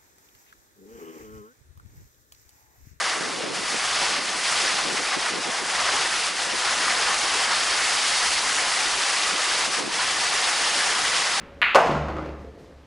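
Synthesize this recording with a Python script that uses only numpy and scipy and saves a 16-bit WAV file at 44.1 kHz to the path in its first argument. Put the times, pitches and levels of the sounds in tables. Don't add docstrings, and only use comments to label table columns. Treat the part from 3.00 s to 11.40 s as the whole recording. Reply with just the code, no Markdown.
import sys
import numpy as np
from scipy import signal
from scipy.fft import rfft, irfft
from scipy.io import wavfile

SR = 44100
rng = np.random.default_rng(int(sys.argv[2]) if len(sys.argv) > 2 else 0)


def to_wav(s):
    ch = np.atleast_2d(s).T
    pcm = np.round(np.clip(ch, -1, 1) * 32767)
    wavfile.write(sys.argv[1], SR, pcm.astype(np.int16))


N = 370440

# frequency_hz, relative_db
RAIN_SPECTRUM = [(50, -50), (100, -27), (200, -18), (400, -8), (600, -5), (750, -3), (1200, -1.55),
                 (1600, -0.5), (2400, -2.5), (3000, -1.5), (3700, -4.5), (4900, -2), (6500, -7.5),
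                 (8500, -9), (11000, -14.5)]


def from_db(db):
    return 10 ** (np.asarray(db) / 20)


def unit_rms(x):
    return x / np.sqrt(np.mean(x ** 2) + 1e-20)


def in_time(rows):
    times_s, *columns = np.transpose(rows)
    return [np.interp(np.arange(N) / SR, times_s, column) for column in columns]


def at_hz(points, hz):
    known_hz, values = np.transpose(points)
    return np.interp(np.log(np.maximum(hz, 1)), np.log(known_hz), values)


def drift(rate_hz):
    hop, settling = 40, 2000
    pole = np.exp(-2 * np.pi * rate_hz * hop / SR)
    white = rng.standard_normal(N // hop + settling + 2)
    slow = signal.lfilter([1], [1, -2 * pole, pole * pole], white)[settling:]
    return np.interp(np.arange(N) / hop, np.arange(len(slow)), unit_rms(slow))


def coloured(x, spectrum):
    hz = np.arange(N // 2 + 1) * SR / N
    return unit_rms(irfft(rfft(x) * from_db(at_hz(spectrum, hz)), N))


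def panned(x, left_db):
    return x * from_db(left_db * np.array([[.5], [-.5]]))


def impacts(per_s, spread_db):
    sizes = from_db(spread_db * np.minimum(rng.exponential(1, N), 5)) * rng.choice([-1, 1], N)
    return sizes * (rng.random(N) < per_s / SR)


def rain_roar(spray_db, sheet_db, patch_db):
    # frequency_hz, correlation
    coherence = [(100, 0.98), (300, 1), (600, 0.97), (2500, .93), (6000, 0.92), (10000, 1)]
    # frequency_hz, left_minus_right_db
    lean = [(100, 1.5), (400, 0.5), (1100, 1.6), (3500, 0)]
    # frequency_hz, spread_db
    flicker = [(130, 4.5), (300, 2), (700, 0.5), (1500, 1.2), (4000, .5), (9000, 0)]
    # frequency_hz, db_per_spray_db
    spray_tilt = [(1200, -1.83), (2600, 0.15), (5000, 0.18), (9000, 0.94)]
    edges_hz = np.geomspace(80, 12500, 25)
    white, sheets, roar = rng.standard_normal((2, 2, N)), drift(22), 0
    for band, (low, high) in enumerate(zip(edges_hz, edges_hz[1:])):
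        if band % 4 == 0:
            patch = drift(18.0)
        hz = np.sqrt(low * high)
        bandpass = signal.butter(2, [low, high], "band", fs=SR, output="sos")
        mid, side = signal.sosfilt(bandpass, white[band % 2])
        alike = np.clip(at_hz(coherence, hz), 0, 1)
        ears = np.sqrt(1 + alike) * mid + np.sqrt(1 - alike) * side * [[1], [-1]]
        colour_db = at_hz(RAIN_SPECTRUM, hz) + spray_db * at_hz(spray_tilt, hz)
        swell_db = sheet_db * sheets + patch_db * patch + at_hz(flicker, hz) * drift(13.5)
        roar = roar + panned(ears, at_hz(lean, hz)) * from_db(colour_db + swell_db)
    return unit_rms(roar)


def splatter(per_s, spread_db, pan_db):
    drops = 0
    for place in (-1, 0, 1):
        clumped_per_s = per_s * from_db(3 * drift(7))
        drops = drops + panned(impacts(clumped_per_s, spread_db), place * pan_db)
    return coloured(drops, RAIN_SPECTRUM)


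def ring(clicks, hz, t60_s):
    radius, angle = from_db(-60 / (t60_s * SR)), 2 * np.pi * hz / SR
    feedback = [1, -2 * radius * np.cos(angle), radius * radius]
    return signal.lfilter([np.sin(angle), -np.sin(angle)], feedback, clicks + 1e-18)


def puddles(per_size_per_s, ring_cycles, spread_db):
    sizes = 36
    plinks = np.zeros((2, N))
    for hz in np.geomspace(800, 7000, sizes) * from_db(rng.normal(0, .2, sizes)):
        bubbles = unit_rms(ring(impacts(per_size_per_s, spread_db), hz, ring_cycles / hz))
        plinks += panned(bubbles, left_db=rng.normal(0, 2.5))
    return unit_rms(plinks)


def porch(x):
    # centre_hz, width_hz, lift_db
    resonances = [(745, 60, 4), (1180, 260, 2.4), (1800, 50, 1.5), (1997, 120, 3)]
    for hz, width_hz, lift_db in resonances:
        resonant = signal.lfilter(*signal.iirpeak(hz, hz / width_hz, fs=SR), x)
        x = x + (from_db(lift_db) - 1) * resonant
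    return x


def wind_rumble(buffet_db, width, sink_db, onset_db, range_db, gap_db):
    # frequency_hz, relative_db
    spectrum = [(20, -0.5), (45, 4.5), (80, 1.5), (130, 0), (220, 2), (400, -35)]
    air = rng.standard_normal(N) + width * rng.standard_normal(N) * [[1], [-1]]
    struck = np.clip((buffet_db - onset_db) / range_db, 0, 1)
    gaps = np.clip(drift(6.3) - .55, 0, 1)
    return coloured(air, spectrum) * from_db(-gap_db * gaps - sink_db * struck)


def lashes():
    # centre_s, half_length_s, level_db
    sheets = [(0.013, 0.042, -31), (0.103, 0.071, -31), (1.795, 0.018, -28), (2.144, 0.014, -27),
              (2.263, 0.013, -25), (3.664, 0.039, -30.5), (3.888, 0.016, -25.5), (4.522, 0.035, -27),
              (5.237, 0.041, -29), (7.015, 0.02, -30)]
    # frequency_hz, relative_db
    spectrum = [(80, -60), (300, -33), (750, -3.5), (1200, 2), (2000, 2), (3000, -19), (8000, -17.5)]
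    t = np.arange(N) / SR
    swell = sum(from_db(level_db) * np.exp(-((t - centre_s) / half_length_s) ** 2)
                for centre_s, half_length_s, level_db in sheets)
    return swell * coloured(impacts(per_s=9000, spread_db=2.5), spectrum)


def lagged_pulses(starts_s, lengths_s, heights, lag_s):
    steps = np.zeros(N)
    for start, length, height in zip(starts_s, lengths_s, heights):
        steps[int(start * SR):int((start + length) * SR)] += height
    pole = np.exp(-1 / (lag_s * SR))
    return signal.lfilter([1 - pole], [1, -pole], steps + 1e-18)


def gusts():
    # start_s, length_s, level_db, dip_db
    buffets = [(0.145, 0.5, -37.5, 2.5), (0.28, 0.24, -44, 2), (0.42, 0.11, -48, 1.5),
               (0.68, 0.088, -37, -0.5), (1.06, 0.16, -44, 1.5), (1.177, 0.25, -44.5, 3.5),
               (1.62, 0.044, -39, 0), (1.7, 0.16, -44, 1), (1.847, 0.1, -33.5, 2.5),
               (1.98, 0.044, -35.5, 2.5), (2.152, 0.027, -29.5, 7), (2.298, 0.11, -35, 4),
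               (2.444, 0.054, -36, 2.5), (2.592, 0.047, -36, 5), (3.281, 0.075, -43.5, 4.5),
               (3.441, 0.051, -45, 4), (3.518, 0.034, -36, 3), (5.85, 0.03, -42, 1), (6.31, 0.053, -38, 2),
               (6.665, 0.032, -35, 7), (6.76, 0.048, -34.5, 1.5), (6.796, 0.11, -35, 8.5),
               (6.92, 0.06, -43, 1.5), (7.038, 0.023, -43, 3), (7.138, 0.025, -43, 3),
               (7.283, 0.025, -47, 3), (7.605, 0.025, -37, -2), (7.932, 0.037, -49, 0)]
    starts_s, lengths_s, level_db, dip_db = np.transpose(buffets)
    breeze = from_db(-57 + 3 * drift(rate_hz=7.2))
    strength = breeze + lagged_pulses(starts_s, lengths_s, from_db(level_db), lag_s=0.009)
    return 20 * np.log10(strength), lagged_pulses(starts_s, lengths_s, dip_db, lag_s=0.021)


def port_wind(lump_db, lump_rate_hz, pop_db, crosstalk):
    # frequency_hz, relative_db
    spectrum = [(50, -43), (100, -17), (170, -6), (300, -1), (480, -2), (700, -8), (1100, -14), (2000, -33),
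                (4000, -60)]
    eddies = np.zeros((2, N))
    for port in range(2):
        white = rng.standard_normal(N)
        lumps = 2 * np.tanh(drift(lump_rate_hz) / 2)
        eddies[port] = white * from_db(lump_db * lumps)
    pops = np.array([impacts(per_s=110, spread_db=5.0) for port in range(2)])
    ports = unit_rms(eddies) + from_db(pop_db) * unit_rms(pops)
    return coloured(ports + crosstalk * ports[::-1], spectrum)


def scene():
    # time_s, gain_db, brightness_db
    downpour = [(0.0, -23, -1), (0.8, -23, 0.5), (1.03, -20, -0.5), (1.6, -20, 0.7), (2.1, -22, -0.5),
                (2.55, -23, -0.5), (2.9, -20, -1.5), (3.2, -22, 1), (3.8, -20, -0.4), (4.5, -20, 0),
                (4.7, -20.5, 0.5), (5.17, -18.5, 2.5), (5.45, -20, 0.8), (6.1, -20, 0.8), (6.7, -20, 0.7),
                (7.1, -20, 0.5), (7.9, -19.5, 0.6), (8.4, -20.5, 0.5)]
    rain_db, spray_db = in_time(downpour)
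    buffet_db, dip_db = gusts()
    rain = from_db(-4.0) * rain_roar(spray_db, sheet_db=0.54, patch_db=0.74)
    rain += from_db(-12.5) * splatter(per_s=1500, spread_db=3.5, pan_db=-2.0)
    rain += from_db(-14.0) * puddles(per_size_per_s=8, ring_cycles=98, spread_db=1.0)
    wind = from_db(buffet_db) * port_wind(lump_db=3.0, lump_rate_hz=50, pop_db=-6.5, crosstalk=.1)
    rumble = wind_rumble(buffet_db, width=0.13, sink_db=17, onset_db=-39.5, range_db=9, gap_db=20)
    storm = porch(rain) + from_db(-32.8) * rumble
    return from_db(rain_db - dip_db) * storm + porch(lashes()) + wind


def record(dry):
    cutoff_hz = 10900
    return signal.sosfilt(signal.ellip(14, .1, 90, cutoff_hz, fs=SR, output="sos"), dry)


dry = scene()
out = record(dry)
to_wav(out)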